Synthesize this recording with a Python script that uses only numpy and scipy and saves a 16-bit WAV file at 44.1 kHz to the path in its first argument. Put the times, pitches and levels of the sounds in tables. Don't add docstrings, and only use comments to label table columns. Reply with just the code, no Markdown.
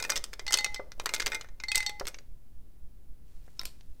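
import sys
import numpy as np
from scipy import signal
from scipy.fft import rfft, irfft
from scipy.io import wavfile
from scipy.ndimage import uniform_filter1d

SR = 44100
rng = np.random.default_rng(int(sys.argv[2]) if len(sys.argv) > 2 else 0)


def transcribe(u):
    v = np.clip(np.atleast_2d(u).T, -1, 1)
    q = np.round(v * 32767).astype(np.int16)
    wavfile.write(sys.argv[1], SR, q)


N = 176400
ATTACK_S, CONTACT_DB = .0004, -3

# frequency in Hz, gain in dB.
IRON_SPECTRUM = [(100, -22.5), (250, -13), (420, -2), (750, -6), (1400, 2.5), (2100, -1.5), (2950, 0.5),
                 (4000, 2), (6200, 3), (7200, -0.5), (8200, 2), (9900, -7.5), (11000, -5.5), (13300, -10),
                 (16000, -12.5)]
# frequency in Hz, gain in dB.
DRY_SPECTRUM = [(150, -3.5), (600, -4), (1300, -8), (2600, -6), (4300, 0.5), (5500, -3.5), (8500, -7),
                (11000, -14), (13000, -8), (16000, -23)]


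def undb(db):
    return 10 ** (np.asarray(db) / 20)


def level(x, db):
    return x * undb(db) / np.sqrt(np.mean(x ** 2))


def fade(t, t60):
    return np.exp(-np.log(1000) * t / t60)


def add(out, at, x):
    i = max(int(round(at * SR)), 0)
    out[i:i + len(x)] += x[:N - i]


def curve(points, size):
    hz, db = np.array(points, float).T
    return np.interp(np.log(np.maximum(np.fft.rfftfreq(size, 1 / SR), 1)), np.log(hz), db)


def colour(x, db):
    cepstrum = irfft(np.log(undb(db)), len(x))
    cepstrum[1:len(x) // 2] *= 2
    cepstrum[len(x) // 2 + 1:] = 0
    return irfft(rfft(x) * np.exp(rfft(cepstrum)), len(x))


def passband(x, order, hz, kind="band"):
    return signal.sosfilt(signal.butter(order, hz, kind, fs=SR, output="sos"), x)


def grains(per_s, spread_db):
    return (rng.random(N) < per_s / SR) * rng.standard_normal(N) * undb(spread_db * rng.standard_normal(N))


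def ring(modes, scatter_db, detune=.001):
    t = np.arange(SR // 2) / SR
    chance = rng.standard_normal((len(modes), 2))
    waves = sum(undb(db + scatter_db * share) * fade(t, t60)
                * np.sin(2 * np.pi * hz * (1 + detune * shift) * t)
                for (hz, db, t60), (share, shift) in zip(modes, chance))
    return waves * (1 - np.exp(-t / ATTACK_S))


def partials(t, count=16, low_hz=1800, high_hz=8940, t60=.028):
    place = (np.arange(count) + rng.random(count)) / count
    hz = (low_hz + (high_hz - low_hz) * place)[:, None]
    waves = np.sin(2 * np.pi * hz * t) * fade(t, t60 * np.sqrt(np.mean(hz) / hz))
    return rng.standard_normal(count) @ waves / np.sqrt(count)


def contact(spectrum, body_db, treble_db, t60, tail_db, tail_t60, partials_db=-9, size=4096):
    t, hz = np.arange(size) / SR, np.fft.rfftfreq(size, 1 / SR)
    onset = lambda s: 1 - np.exp(-s / ATTACK_S)
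    envelope = onset(t) * fade(t, t60)
    tail = passband(rng.standard_normal(size), 1, 8000, "low") * undb(tail_db) * fade(t, tail_t60)
    noise = rng.standard_normal(size)
    roughness = np.repeat(undb(3 * rng.standard_normal(size // 16)), 16)
    crack = level(noise * roughness, 0)
    bounce_db, loss_db, gap_s = -19, 3, .006
    for k, lag in enumerate(np.cumsum(gap_s * (.5 + rng.random(size=3)))):
        since = np.maximum(t - lag, 0)
        envelope = envelope + undb(bounce_db - k * loss_db) * onset(since) * fade(since, t60)
    point_db = 2 * np.interp(hz / 480, np.arange(128), rng.standard_normal(128))
    burst = colour(envelope * crack + onset(t) * (tail + undb(partials_db) * partials(t)), point_db)
    attack = irfft(rfft(burst) * ((hz > 2000) & (hz < 7000)))[t < .005]
    hardness = [(2200, body_db), (3200, 0), (6600, 0), (8500, treble_db)]
    return colour(burst / np.std(attack), curve(spectrum, size) + curve(hardness, size))


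def background():
    # frequency in Hz, relative spectral density in dB.
    air_spectrum = [(12, -5), (25, 0), (55, -13.5), (88, -18), (200, -28.5), (540, -41), (1150, -50.5),
                    (3000, -55.5), (10000, -57.5), (15000, -56.5)]
    # frequency in Hz, level at mid-swell in dB.
    hum = [(40, -58), (60, -62.5)]
    # frequency in Hz, level in dB.
    whine = [(10420, -87), (15000, -81.5)]
    first_s, period_s, width_s, swell_db, pulse_db = .195, .2652, .035, 10, -30
    t, hz = np.arange(N) / SR, np.fft.rfftfreq(N, 1 / SR)
    tones = lambda lines: sum(level(np.sin(2 * np.pi * (f * t + rng.random())), db) for f, db in lines)
    from_bump = (t - first_s + period_s / 2) % period_s - period_s / 2
    bump = np.exp(-(from_bump / width_s) ** 2)
    air = level(irfft(rfft(rng.standard_normal(N)) * undb(curve(air_spectrum, N)), N), db=-48.5)
    low = irfft(rfft(air) / (1 + (hz / 100) ** 4), N)
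    rumble = (low + tones(hum)) * undb(swell_db * (bump - .5)) + undb(pulse_db) * (bump - bump.mean())
    return rumble + air - low + tones(whine)


def shed(x, t60=.37, build_s=.016, gain_db=-21):
    # frequency in Hz, relative gain in dB.
    spectrum = [(100, 1.5), (700, 2), (2000, -3.5), (9000, -10.5), (16000, -8.5)]
    t = np.arange(SR) / SR
    reflections = rng.standard_normal(SR) * fade(t, t60) * (1 - np.exp(-t / build_s))
    tail = colour(reflections, curve(spectrum, SR))
    return signal.fftconvolve(x, tail / np.sqrt(np.sum(tail ** 2)))[:N] * undb(gain_db)


def rustle():
    # time in seconds, level in dB.
    swell = [(3.2, -96), (3.28, -73.5), (3.6, -70.5), (3.9, -76)]
    at, db = np.array(swell).T
    hiss = passband(grains(per_s=6000, spread_db=3), 1, [500, 8000])
    return level(hiss, 0) * undb(np.interp(np.arange(N) / SR, at, db))


def ticks(gain_db=9.5):
    # start in seconds, then relative level, body and treble in dB.
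    touches = [(0.609, -47, 0, -6), (1.181, -62, 7, 4), (2.054, -52, 7.5, -6), (3.4789, -87.5, 33, 0),
               (3.614, -53.5, 8.5, 4), (3.6335, -63.5, 17.5, 15), (3.809, -64, 1.5, -14)]
    out = np.zeros(N)
    for at, db, body, treble in touches:
        tick = contact(DRY_SPECTRUM, body, treble, t60=.0056, tail_db=-22.5, tail_t60=.034,
                       partials_db=-25)
        add(out, at, undb(db + gain_db) * tick)
    return out


def catch():
    # start in seconds, then relative level, body, treble, ring in dB.
    snaps = [(3.5937, -34.5, 0, -6, -20), (3.6534, -32.5, -4, 5, -33)]
    # frequency in Hz, relative level in dB, t60 in seconds.
    modes = [(1040, -32, 0.16), (1340, -26, 0.093), (3780, -21.5, 0.11), (4130, -10, 0.012),
             (5330, 2.5, 0.0098)]
    out = np.zeros(N)
    for at, db, body, treble, ring_db in snaps:
        snap = contact(DRY_SPECTRUM, body, treble, t60=.013, tail_db=-22, tail_t60=.2,
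                       partials_db=-19, size=16384)
        add(out, at, undb(db) * snap)
        add(out, at, undb(ring_db) * ring(modes, scatter_db=1))
    return out


def dragging(gear, bar):
    smooth = lambda x, s: uniform_filter1d(x, int(s * SR))
    effort = lambda x, s: np.abs(smooth(smooth(np.abs(x), s), s))
    # frequency in Hz, relative gain in dB.
    spectrum = [(90, -14), (340, 3.5), (560, 4), (750, -2), (1400, -14), (3000, -18.5)]
    scrape = colour(grains(per_s=500, spread_db=3) * effort(gear, .07) ** .7, curve(spectrum, N))
    grit = colour(grains(per_s=500, spread_db=5) * effort(gear + bar, .012), curve(DRY_SPECTRUM, N))
    return level(scrape, db=-60.5) + level(grit, db=-67)


def knocks():
    # start in seconds, relative level in dB.
    blows = [(0.55, -41.5), (0.7954, -34.5), (2.0101, -31)]
    # frequency in Hz, relative level in dB, t60 in seconds.
    modes = [(402.3, -8, 0.1), (531, -2.5, .06), (570, 1.5, 0.067), (684, -10, 0.051), (955, -8.5, .05),
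             (1165, -7.5, 0.054), (1340, -8, .025), (1748, -11.5, .03)]
    out, t = np.zeros(N), np.arange(SR // 10) / SR
    for at, db in blows:
        thud = passband(rng.standard_normal(len(t)), 3, [380, 1400])
        add(out, at, undb(db) * ring(modes, scatter_db=2.5))
        add(out, at, level(thud, db - 1.5) * fade(t, t60=.05))
    return out


def clinks():
    # start in seconds, then relative level, body, treble,
    # ring of the bar and ring of the gear in dB.
    blows = [(0.4658, -35, 2, -9, -53, -37), (0.4792, -34, 1.5, -6, -28.5, -50),
             (0.5073, -37.5, 10, 3, -49, -51.5), (0.5234, -27, -2.5, 3.5, -38.5, -32.5),
             (0.5304, -22, -7, -5.5, -39, -39.5), (0.539, -20.5, 0.5, -4, -33, -33.5),
             (0.5408, -16.5, -2.5, -2.5, -29, -34), (0.5725, -31.5, -1.5, 6, -38.5, -32.5),
             (0.5865, -26, -2, -8.5, -30.5, -40.5), (0.6449, -26, -2.5, 0.5, -34.5, -23),
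             (0.662, -38, 8, -18.5, -43, -49), (0.7447, -33, 4, 0, -81, -42.5),
             (0.7603, -44.5, 6.5, -24.5, -43, -59.5), (1.637, -37.5, 6, -2.5, -52, -35),
             (1.684, -50.5, 3.5, 5, -32.5, -50), (1.717, -27, -4, -3.5, -47.5, -24),
             (1.747, -37.5, -2.5, -1, -27, -41), (1.756, -20.5, -6, 6, -30.5, -35),
             (1.7709, -37.5, 3.5, -5, -38, -44.5), (1.7778, -27, -4.5, -3, -45, -27),
             (1.8042, -37, 4.5, -1, -35, -37), (1.8276, -38.5, 4, -1.5, -76.5, -44),
             (1.8634, -31, -1.5, -0.5, -25.5, -81), (1.8944, -37.5, 4.5, 0.5, -42.5, -42),
             (1.9973, -36.5, 2, -2, -59, -57.5)]
    # frequency in Hz, relative level in dB, t60 in seconds.
    bar_modes = [(835, -17, .8), (2049, -1.5, .34), (3686, -8, .12), (4135, -7, .05), (4385, 1, .075),
                 (4720, -9, .04), (5565, -11, .07), (5967, -11, .08), (7690, -14, .08)]
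    # frequency in Hz, relative level in dB, t60 in seconds.
    gear_ring_modes = [(847, -20, .2), (2087, -2.5, 0.059), (2550, -2.5, .047), (4640, -9.5, 0.019),
                       (5700, -9.5, .022), (9020, -7, .022)]
    stops_s, choke_db = (.82, 2.01), -1
    out, t = np.zeros(N), np.arange(SR // 2) / SR
    for at, db, body, treble, bar_db, gear_ring_db in blows:
        bar = undb(bar_db) * ring(bar_modes, scatter_db=2.5)
        gear_ring = undb(gear_ring_db) * ring(gear_ring_modes, scatter_db=4.5)
        crack = contact(IRON_SPECTRUM, body, treble, t60=.008, tail_db=-19.5, tail_t60=.085)
        free_s = min([stop - at for stop in stops_s if stop > at], default=1)
        later_blows = sum(at + t > start for start, *_ in blows if start > at)
        damping = undb(choke_db * later_blows) * fade(np.maximum(t - free_s, 0), t60=.15)
        add(out, at, undb(db + CONTACT_DB) * crack)
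        add(out, at, (bar + gear_ring) * damping)
    return out


def gearing():
    # start in seconds, then relative level, body, treble and gear ring in dB.
    collisions = [(0.0005, -39.5, 8, 4, -39), (0.025, -31.5, 7, -1, -41), (0.0393, -37.5, 8.5, -1, -44),
                  (0.049, -36, 9, 0.5, -42.5), (0.0954, -33.5, 8, -4, -38), (0.1007, -22, -1, -4, -44),
                  (0.1195, -34, 3.5, -3.5, -34), (0.1574, -29, -4, -5, -42), (0.1624, -29, -1, -3.5, -48.5),
                  (0.1685, -31, 1.5, -6.5, -56), (0.1748, -31, -2, -4.5, -58.5),
                  (0.24, -32.5, -2, 1, -61.5), (0.3315, -43, 6, -1.5, -60), (0.3365, -41, 7, -1.5, -57),
                  (0.3944, -37.5, 5.5, -11, -49.5), (0.9185, -43.5, 2.5, -2.5, -73),
                  (0.998, -35.5, 11, -6.5, -52.5), (1.0585, -27.5, 2.5, 2.5, -42),
                  (1.0659, -39, 14.5, -6, -46), (1.0916, -34, 7, -2.5, -43.5),
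                  (1.1376, -25.5, 2.5, -2.5, -38), (1.1443, -28.5, 0.5, -0.5, -46),
                  (1.148, -33, -2, 5, -47.5), (1.1627, -33.5, 0.5, -12.5, -44),
                  (1.1985, -29.5, 3.5, -5, -43.5), (1.2027, -28.5, 4.5, -9, -43.5),
                  (1.2196, -35.5, 4, -2.5, -60), (1.2243, -35.5, 6, -8, -50.5), (1.2611, -27, 4, -3.5, -35),
                  (1.2675, -26.5, 9, -3, -37.5), (1.2772, -34, 8.5, -10.5, -54.5),
                  (1.3187, -42.5, 14.5, -3, -32.5), (1.3315, -43, 12, -4.5, -47),
                  (1.3463, -36, -2.5, 3.5, -35), (1.3513, -35.5, 7.5, -3.5, -48),
                  (1.4105, -38.5, 6, -11, -58.5), (1.4446, -59, 22, -7, -86), (1.487, -58.5, 11, -5.5, -77),
                  (1.6005, -41, 2, -18.5, -50), (2.0691, -35.5, 2.5, 2, -56), (2.0765, -34, 2, -12, -60),
                  (2.0825, -41, 4, 6, -56.5), (2.1437, -41.5, 3, -24, -69),
                  (2.1864, -47, 7.5, -11.5, -76.5)]
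    # frequency in Hz, relative level in dB, t60 in seconds.
    modes = [(877, -12, .16), (1330, -9, .1), (1480, -3.5, .08), (2096, -3, .2), (2385, -10.5, .07),
             (2450, -2.5, .1), (3640, -8.5, .08), (3862, -10.5, .07), (5060, -10, .06), (5505, -9.5, 0.052),
             (6030, -9.5, .06), (7900, -13.5, 0.063)]
    out = np.zeros(N)
    for at, db, body, treble, ring_db in collisions:
        crack = contact(IRON_SPECTRUM, body, treble, t60=.011, tail_db=-19, tail_t60=.07)
        add(out, at, undb(db + CONTACT_DB) * crack)
        add(out, at, undb(ring_db + 1) * ring(modes, scatter_db=2))
    return out


def scene():
    gear, bar = gearing(), clinks()
    iron = gear + bar + dragging(gear, bar) + knocks() + ticks() + catch()
    return (iron + shed(iron) + rustle() + background())[None]


def record(dry):
    ceiling, top_hz = .5, 15800
    rounded = ceiling * np.tanh(dry / ceiling)
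    return signal.sosfilt(signal.ellip(10, .2, 70, top_hz, fs=SR, output="sos"), rounded)


dry = scene()
out = record(dry)
transcribe(out)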